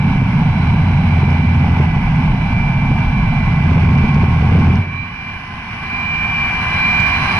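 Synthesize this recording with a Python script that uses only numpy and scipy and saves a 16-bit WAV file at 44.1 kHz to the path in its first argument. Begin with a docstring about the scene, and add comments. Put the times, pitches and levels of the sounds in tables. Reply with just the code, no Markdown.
"""Jet bus on a drag strip

A jet-powered bus creeps past with its afterburner flaming, heard from beside the track. Unsteady
combustion rumbles and drives the tailpipe into a resonant howl, overloading the microphone, until the
flame goes out. The compressor whines throughout; the mixing noise of the bare jet swells at the end."""
import sys
import numpy as np
from scipy import signal
from scipy.fft import irfft
from scipy.io import wavfile
from scipy.ndimage import uniform_filter1d

SR = 44100
rng = np.random.default_rng(int(sys.argv[2]) if len(sys.argv) > 2 else 0)


def unload_wav(signal):
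    """Save mono or channel-first audio to the path in sys.argv[1] as 16-bit WAV at rate SR, clipped to [-1, 1]."""
    wavfile.write(
        sys.argv[1],
        SR,
        np.round(np.clip(np.atleast_2d(signal).T, -1, 1) * 32767).astype(np.int16),
    )


N = 325899
TIME = np.arange(N) / SR
HZ = np.fft.rfftfreq(N, 1 / SR)
FLAME_OUT_S, ROAR_LULL_DB = 4.812, -34

# The sound field at the two microphone ports. Balance always means left minus right.
# Each row: frequency in Hz, coherence from 0 to 1.
COHERENCE = [(20, 1), (190, 1), (280, .99), (440, .85), (570, .45), (780, .96), (1050, .85), (1280, .35),
             (1520, .8), (1800, .4), (2200, .8), (2600, .55), (3200, .3), (5000, .12)]
# Each row: frequency in Hz, phase lead of the left port in radians.
PHASE_LEAD = [(20, 0), (900, -.05), (1150, -.8), (1400, .6), (1650, .3), (2000, 1.9), (2400, 1.2),
              (3000, 2.5)]
# Each row: frequency in Hz, balance in dB.
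BALANCE = [(20, -0.5), (250, -1.53), (500, 0.5), (800, 1.5), (1080, 4), (1350, 4.5), (1600, -9), (1850, 1),
           (2100, -7.5), (2450, -10), (3000, -6), (3400, 1.5), (4200, 11), (5000, 17.5), (6000, 10.5),
           (7000, 7.5), (9500, 12), (12000, 0)]

# Noise spectra. Each row: frequency in Hz, relative spectral density in dB.
FADING_ROAR_SPECTRUM = [(120, -5), (260, 4), (340, 7), (480, -6), (620, -2), (800, -7), (1000, -12)]
ROAR_LIT_SPECTRUM = [(300, -31), (520, -18.5), (620, -8), (760, 0), (920, -.5), (1120, -5.5), (1290, -14),
                     (1500, -8), (1680, -11), (1860, -22), (2080, -9.5), (2330, -9), (2600, -15),
                     (3000, -19), (3500, -28), (4500, -52)]
ROAR_UNLIT_SPECTRUM = [(300, -18), (520, -16.5), (650, -10), (760, -1.5), (920, -3), (1120, 0.5),
                       (1330, -12), (1560, -2.5), (1850, -10.5), (2080, -7.5), (2330, -2.5), (2650, -11.5),
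                       (3050, -15), (3500, -27), (4500, -45)]
JET_BASS_SPECTRUM = [(15, -7), (40, -1), (65, 0), (88, 4.5), (115, 1.5), (150, 1), (190, 0), (220, -3.5),
                     (255, -4), (290, -16), (420, -19), (520, -33.5), (800, -41)]
HISS_SPECTRUM = [(2000, -21), (3200, 2), (4200, -0.5), (5000, -2), (5700, -4), (6300, -9.5), (6750, -19.5),
                 (7500, -22), (8400, -17.5), (9400, -13), (10300, -16), (11200, -22.5), (13000, -33.5)]
COMBUSTION_SPECTRUM = [(45, -32), (70, -10.5), (100, -3), (140, 1), (175, -1.5), (200, -6), (255, -9.5),
                       (290, -24.5), (380, -28), (520, -37.5), (800, -52.5)]
BILLOW_SPECTRUM = [(8, -19), (20, -2.5), (35, -3.5), (60, -4), (85, -14), (130, -29), (300, -72.5)]

# Duct resonances. Each row: start and end in seconds, frequency in Hz, glide in Hz per second,
# noise share from 0 to 1, level in dB.
DUCT_WHISTLES = [(3.1, 3.7, 1088, -8.5, 0.6, -37.5), (3.75, 4.87, 1083, -4, .35, -37),
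                 (4.85, 5.15, 1092, 22, 0.5, -39.5), (5.05, 5.8, 1027, 7, 0.6, -43),
                 (5.8, 6.3, 1026, 0.5, .2, -37), (6.48, 7, 1023, 11, .2, -33.5),
                 (7.03, 7.33, 1028, 37, 0.2, -32), (6.9, 7.6, 1115, 21.5, .3, -34),
                 (6.7, 7.6, 2229, -1, 1, -39.5)]
# The shaft speeds up after the flame goes out. Each row: time in seconds, turns per second.
SHAFT_SPEED = [(0, 116.1), (.7, 116.95), (1.5, 116.87), (2.05, 116.75), (2.6, 117.2), (3.55, 117.3),
               (4.4, 117), (4.88, 117.0), (5.15, 118.3), (5.4, 118.7), (5.9, 118.5), (6.25, 118.3),
               (6.72, 118.43), (6.88, 118.7), (7.1, 118.85), (7.39, 118.85)]
# The two strong blade tones. Each row: time in seconds, level in dB, balance in dB.
MAIN_WHINE = [(0, -36, -10), (.42, -45, 4.5), (.65, -39.5, -7), (.88, -44.5, -6), (1.4, -33.5, -16),
              (1.7, -42.5, -6), (2.15, -41, -6), (2.42, -41.5, -3), (2.58, -30.5, -6.5), (2.85, -35.5, -4),
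              (3, -34.5, -4), (3.45, -34.5, -10), (3.8, -38, -13), (4.05, -33.5, -7), (4.25, -36, -17),
              (4.5, -42.5, -8), (4.7, -36.5, -1.5), (4.86, -37, -2), (5, -30.5, -11), (5.12, -39, -5),
              (5.27, -34, -1), (5.48, -46, -4), (5.72, -41, 11), (5.82, -38, 3), (5.95, -26.5, -3),
              (6.25, -24, -3.5), (6.45, -25.5, 3), (6.7, -26.5, 2.5), (6.88, -19.5, -2), (7.02, -20.5, -7),
              (7.17, -25, -3), (7.24, -31, -6), (7.32, -25, -3), (7.39, -27, 0)]
LOWER_WHINE = [(0, -58, -4), (.5, -47.5, -3), (.85, -50, -7), (1.4, -42.5, -1), (1.95, -39.5, -7),
               (2.25, -46, -7), (2.5, -44.5, -5), (3.2, -50, -7), (3.42, -38.5, -8.5), (3.88, -43, -5),
               (4.05, -42, -8.5), (4.3, -42, -7), (5, -49, 2), (5.5, -45.5, -3), (5.95, -40, 1),
               (6.2, -48, 0), (6.55, -38, 6), (6.8, -33, -8), (7.39, -39, -9)]
# Second harmonic of the lower whine. 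Each row: time in seconds, level in dB.
OCTAVE_WHINE = [(0, -55), (.15, -57), (.2, -66), (.32, -66), (.37, -56.5), (.55, -54), (.59, -53),
                (1.45, -55), (1.53, -59), (1.8, -69), (2.15, -65), (2.43, -54), (2.57, -62), (2.7, -61),
                (2.87, -60), (3.08, -58), (3.43, -54.5), (3.7, -71), (4.1, -58.5), (4.3, -65.5),
                (4.88, -63), (4.97, -53), (5.1, -65), (5.32, -60), (5.62, -68), (5.78, -68), (5.87, -56),
                (6.07, -53), (6.2, -61), (6.55, -58), (6.62, -50), (6.7, -51), (6.78, -42.5), (6.97, -47.5),
                (7.39, -41)]
# Later compressor stages. Each row: blade count, level in dB in the lull after the flame goes out,
# share of the roar's growth, balance in dB.
LATER_STAGES = [(23, -55, .9, -9), (25, -52, 0.91, -10.5), (37, -73, .9, 11), (40, -67.5, 0.96, 16),
                (47, -68.5, .1, 14.5)]

# The burn. Each row: time in seconds, relative rumble level in dB,
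# tightness from 0 (loose plume) to 1 (tight, howling flame), howl frequency in Hz.
BURN = [(0, -12, .05, 86), (.45, -14, 0.21, 88.6), (.9, -12.5, 0.66, 88.84), (1.08, -15, 0.82, 88.2),
        (1.45, -14, 0.78, 87), (1.8, -12.5, 0.65, 84.5), (1.95, -15, 0.21, 84.6), (3.45, -15, 0.12, 82.93),
        (3.7, -13.5, 0.83, 82.93), (4.15, -12, 0.66, 81.98), (4.35, -14, 0.49, 81.56),
        (4.55, -9.5, 1, 84.64), (4.8, -11.5, 1, 88.6)]
# Pulses of the ballooning plume. Each row: time in seconds, envelope peak in dB.
BUFFETS = [(2.06, -11.5), (2.301, -8), (2.67, -18), (3.08, -11), (3.2, -11), (3.478, -14)]
# Flame surges that pop in the microphone. Each row: time in seconds, relative level in dB.
SURGES = [(1.234, -7), (1.696, -9), (1.803, -5.5), (2.913, -7.5), (3.719, -6.5), (3.77, -4.5), (3.833, -8),
          (3.883, -8), (3.916, -8.5), (3.989, -9), (4.044, -7.5), (4.167, -7), (4.237, -5.5), (4.325, -12),
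          (4.429, -9.5), (4.497, -9.5), (4.521, -6), (4.556, -5.5), (4.586, -6), (4.612, -7.5), (4.68, -7),
          (4.702, -7), (4.743, -9)]
# Snaps of the overloaded microphone. Each row: time in seconds, envelope peak in dB.
CRACKLES = [(1.305, -37.5), (1.545, -44), (2.623, -44), (3.353, -39), (3.913, -41), (3.981, -41),
            (4.048, -43), (4.145, -34), (4.184, -43), (4.419, -43), (4.589, -41), (4.757, -36.5)]


def gain_of(db):
    """Amplitude ratio of a level in decibels."""
    return 10 ** (np.asarray(db) / 20)


def unit_rms(x):
    """Normalisation to unit mean power."""
    return x / np.sqrt(np.mean(abs(x) ** 2) + 1e-20)


def follow(rows):
    """Linear interpolation of each column of a time table at every sample."""
    times, *columns = np.transpose(rows)
    return [np.interp(TIME, times, column) for column in columns]


def at_frequency(rows, hz):
    """Interpolation of a table along a logarithmic frequency axis."""
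    frequencies, values = np.transpose(rows)
    return np.interp(np.log(hz + 1), np.log(frequencies + 1), values)


def pan(balance_db):
    """Constant-power law: left and right gains for a given level difference."""
    pair = np.array([gain_of(balance_db / 2), gain_of(-balance_db / 2)]).reshape(2, -1)
    return pair / np.sqrt(np.mean(pair ** 2, axis=0))


def wander(rate_hz, count=4096):
    """Low-pass Gaussian modulation: a complex drift of unit rms, mostly slower than the rate."""
    hz = np.fft.fftfreq(count, TIME[-1] / count)
    white = np.fft.fft(rng.standard_normal((count, 2)) @ [1, 1j])
    drift = unit_rms(np.fft.ifft(white / (1 + (hz / rate_hz) ** 2)))
    return np.interp(TIME, np.linspace(0, TIME[-1], count), drift)


def turbulence(spectrum):
    """Partial coherence: coloured random pressure reaches the two ports only partly alike."""
    left, independent = rng.standard_normal((2, len(HZ), 2)) @ [1, 1j]
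    coherence = np.clip(at_frequency(COHERENCE, HZ), 0, 1)
    shared = coherence * left * np.exp(-1j * at_frequency(PHASE_LEAD, HZ))
    right = shared + np.sqrt(1 - coherence ** 2) * independent
    pair = np.array([left, right]) * pan(at_frequency(BALANCE, HZ))
    rolloff = 1 / (1 + (HZ / spectrum[-1][0]) ** 8)
    return unit_rms(irfft(pair * gain_of(at_frequency(spectrum, HZ)) * rolloff, N))


def flame_gate(fade_s=0.027):
    """Combustion envelope: one while the flame burns, zero once the fuel is cut."""
    return np.clip((FLAME_OUT_S - TIME) / fade_s + .5, 0, 1)


def fading_roar(level_db=-33, t60_s=0.52):
    """Exponential decay: the flame's last roar rings out once the fuel is cut and dies away."""
    since = np.maximum(TIME - FLAME_OUT_S, 0)
    return (1 - flame_gate()) * gain_of(level_db - 60 * since / t60_s) * turbulence(FADING_ROAR_SPECTRUM)


def duct_whistles(balance_db=4, fade_s=0.1, width_hz=11):
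    """Flow-excited resonance: air rushing past openings sounds gliding tones and narrow-band noise."""
    out = np.zeros(N)
    for start, end, hz, glide, breath, db in DUCT_WHISTLES:
        t = TIME - start
        gate = np.clip(np.minimum(t, end - TIME) / fade_s, 0, 1)
        amplitude = np.sqrt(1 - breath) + np.sqrt(breath) * wander(width_hz)
        carrier = np.exp(2j * np.pi * (hz + glide * t / 2) * t)
        out += gain_of(db) * gate * unit_rms((amplitude * carrier).real)
    return out * pan(balance_db)


def blade_tone(blades, balance_db, fading_hz, rasp=0.11):
    """Scattering in hot moving air: a blade tone fades differently at each port, more so if high."""
    hz = blades * follow(SHAFT_SPEED)[0]
    fading_depth = hz.mean() / fading_hz
    paths = np.array([(1 + fading_depth * wander(11) + rasp * wander(45)) * np.exp(-1j * lag)
                      for lag in (0, at_frequency(PHASE_LEAD, hz.mean()))])
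    carrier = np.exp(2j * np.pi * np.cumsum(hz) / SR)
    return unit_rms((paths * carrier).real) * pan(balance_db)


def compressor(main_blades=20, lower_blades=17, veiled_db=-5, clear_at_s=5.02, clear_fade_s=.08):
    """Blade-passing tones: each row of blades radiates at its blade count times the shaft speed."""
    main_db, main_balance = follow(MAIN_WHINE)
    lower_db, lower_balance = follow(LOWER_WHINE)
    octave_db = follow(OCTAVE_WHINE)[0]
    out = gain_of(main_db) * blade_tone(main_blades, main_balance, fading_hz=15000)
    out += gain_of(lower_db) * blade_tone(lower_blades, lower_balance, fading_hz=8000)
    out += gain_of(octave_db) * blade_tone(2 * lower_blades, balance_db=20.5, fading_hz=26000)
    # the later stages ring out once the flame has died, then grow with the roar
    growth_db = jet_levels()[0] - ROAR_LULL_DB
    clear = np.clip((TIME - clear_at_s) / clear_fade_s + .5, 0, 1)
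    for blades, lull_db, share, balance_db in LATER_STAGES:
        level_db = lull_db + clear * share * growth_db + (1 - clear) * veiled_db
        out += gain_of(level_db) * blade_tone(blades, balance_db, fading_hz=10000)
    return out


def jet_levels(roar_lit_db=-28, hiss_lit_db=-49.5, hiss_lull_db=-55, build_db=18, hiss_db_per_s=7.5):
    """Mixing-noise levels in dB: both drop at the fuel cut, then the roar builds and the hiss climbs."""
    lit = flame_gate(fade_s=0.058)
    lift_db = 1.5 * follow(BURN)[1]  # a tight flame lifts both
    build = 1 - np.exp(-np.maximum(TIME - 5.53, 0) / 1.45)
    bare_roar_db = ROAR_LULL_DB + build_db * build
    bare_hiss_db = hiss_lull_db + hiss_db_per_s * np.maximum(TIME - 5.09, 0)
    roar_db = lit * (roar_lit_db + lift_db) + (1 - lit) * bare_roar_db
    hiss_db = lit * (hiss_lit_db + lift_db) + (1 - lit) * bare_hiss_db
    return roar_db, hiss_db


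def jet(bass_trim_db=-5, bass_share=0.75, hiss_trim_db=-3, gust_db=0.88, sizzle_db=.5):
    """Turbulent mixing: the exhaust makes broadband noise, shaken by eddies and darker while lit."""
    roar_db, hiss_db = jet_levels()
    lit = flame_gate()
    burning = gain_of(roar_db) * turbulence(ROAR_LIT_SPECTRUM)
    bare = gain_of(roar_db) * turbulence(ROAR_UNLIT_SPECTRUM)
    bare += gain_of(bass_share * roar_db + bass_trim_db) * turbulence(JET_BASS_SPECTRUM)
    hiss = gain_of(hiss_db + hiss_trim_db + sizzle_db * wander(40).real) * turbulence(HISS_SPECTRUM)
    gusts = gain_of(gust_db * wander(13).real)
    return gusts * (np.sqrt(lit) * burning + np.sqrt(1 - lit) * bare + hiss)


def buffets(hz=42, width_s=.02):
    """Volume expansion: each fireball pushes out a cycle or two of low-frequency pressure."""
    out = np.zeros(N)
    for (time_s, db), turn in zip(BUFFETS, rng.random(len(BUFFETS))):
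        t = TIME - time_s
        envelope = np.exp(-np.minimum((t / width_s) ** 2, 20))
        out += gain_of(db) * envelope * np.cos(2 * np.pi * (hz * t + turn))
    return out


def surging(pressure, limit_db=-9, surge_trim_db=1, surge_s=0.0062, window=700):
    """Amplitude saturation: the flame's swings level off at a limit that brief surges can burst past."""
    power = uniform_filter1d((pressure ** 2).mean(0), window)
    swing = np.sqrt(abs(uniform_filter1d(power, window // 2)) + 1e-9)
    held = swing / (1 + (swing / gain_of(limit_db)) ** 6) ** (1 / 6)
    for time_s, db in SURGES:
        pulse = np.exp(-np.minimum(((TIME - time_s) / surge_s) ** 2, 20))
        held += (gain_of(db + surge_trim_db) - held) * pulse
    return pressure * held / swing


def afterburner(rumble_trim_db=0.67, flutter_db=0.5, roughness=0.5, wobble_hz=3,
                tail_db=-14.5, tail_hold_s=0.19, tail_t60_s=0.31):
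    """Combustion noise: the flame rumbles, its plume billows and the tailpipe's lowest mode howls."""
    rumble_db, tightness, howl_hz = follow(BURN)
    rumble_gain = gain_of(rumble_db + rumble_trim_db + flutter_db * wander(4.1).real)
    rumble = rumble_gain * turbulence(COMBUSTION_SPECTRUM)
    # a tighter flame billows less and howls more
    plume = gain_of(-21 - 6.5 * tightness) * turbulence(BILLOW_SPECTRUM) + buffets()
    cycles = np.cumsum(howl_hz + wobble_hz * wander(8.6).real) / SR
    pipe_mode = (1 + roughness * wander(16)) * np.exp(2j * np.pi * cycles)
    howl = gain_of(-29 + 18.1 * tightness) * unit_rms(pipe_mode.real) * pan(-.5)
    # the sound lingers after the fuel cut, then dies
    lit = flame_gate()
    tail = gain_of(tail_db - 60 * np.maximum(TIME - FLAME_OUT_S - tail_hold_s, 0) / tail_t60_s)
    return (lit + (1 - lit) * tail) * surging(rumble + plume + howl)


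def crackle(width_s=0.001, band_hz=(3700, 6100), white_db=-20, balance_db=-11):
    """Overload transients: dry snaps of treble noise at set times, mostly on the right."""
    white = rng.standard_normal(N)
    grit = signal.sosfilt(signal.butter(5, band_hz, "band", fs=SR, output="sos"), white)
    bursts = sum(gain_of(db) * np.exp(-abs(TIME - time_s) / width_s) for time_s, db in CRACKLES)
    return bursts * (unit_rms(grit) + gain_of(white_db) * white) * pan(balance_db)


def treble(x, cutoff_hz):
    """Zero-phase high-pass filtering."""
    return signal.sosfiltfilt(signal.butter(2, cutoff_hz, "high", fs=SR, output="sos"), x)


def scene():
    """Superposition: the pressures of the engine's sources and the fading roar add."""
    return afterburner() + fading_roar() + jet() + compressor() + duct_whistles()


def record(dry, ceiling=0.53, spared=0.22, spared_hz=2000, presence_hz=1700, edge_hz=13300):
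    """Soft clipping: bass peaks flatten in the microphone; a treble lift and a band limit follow."""
    clipped = dry / (1 + (dry / ceiling) ** 12) ** (1 / 12)
    clipped += spared * treble(dry - clipped, spared_hz)  # a little treble escapes the clipping
    bright = clipped + treble(clipped, presence_hz) + crackle()
    lowpass = signal.firwin(511, edge_hz, window=("kaiser", 9), fs=SR)
    return signal.oaconvolve(bright, lowpass[None], "same")


dry = scene()
out = record(dry)
unload_wav(out)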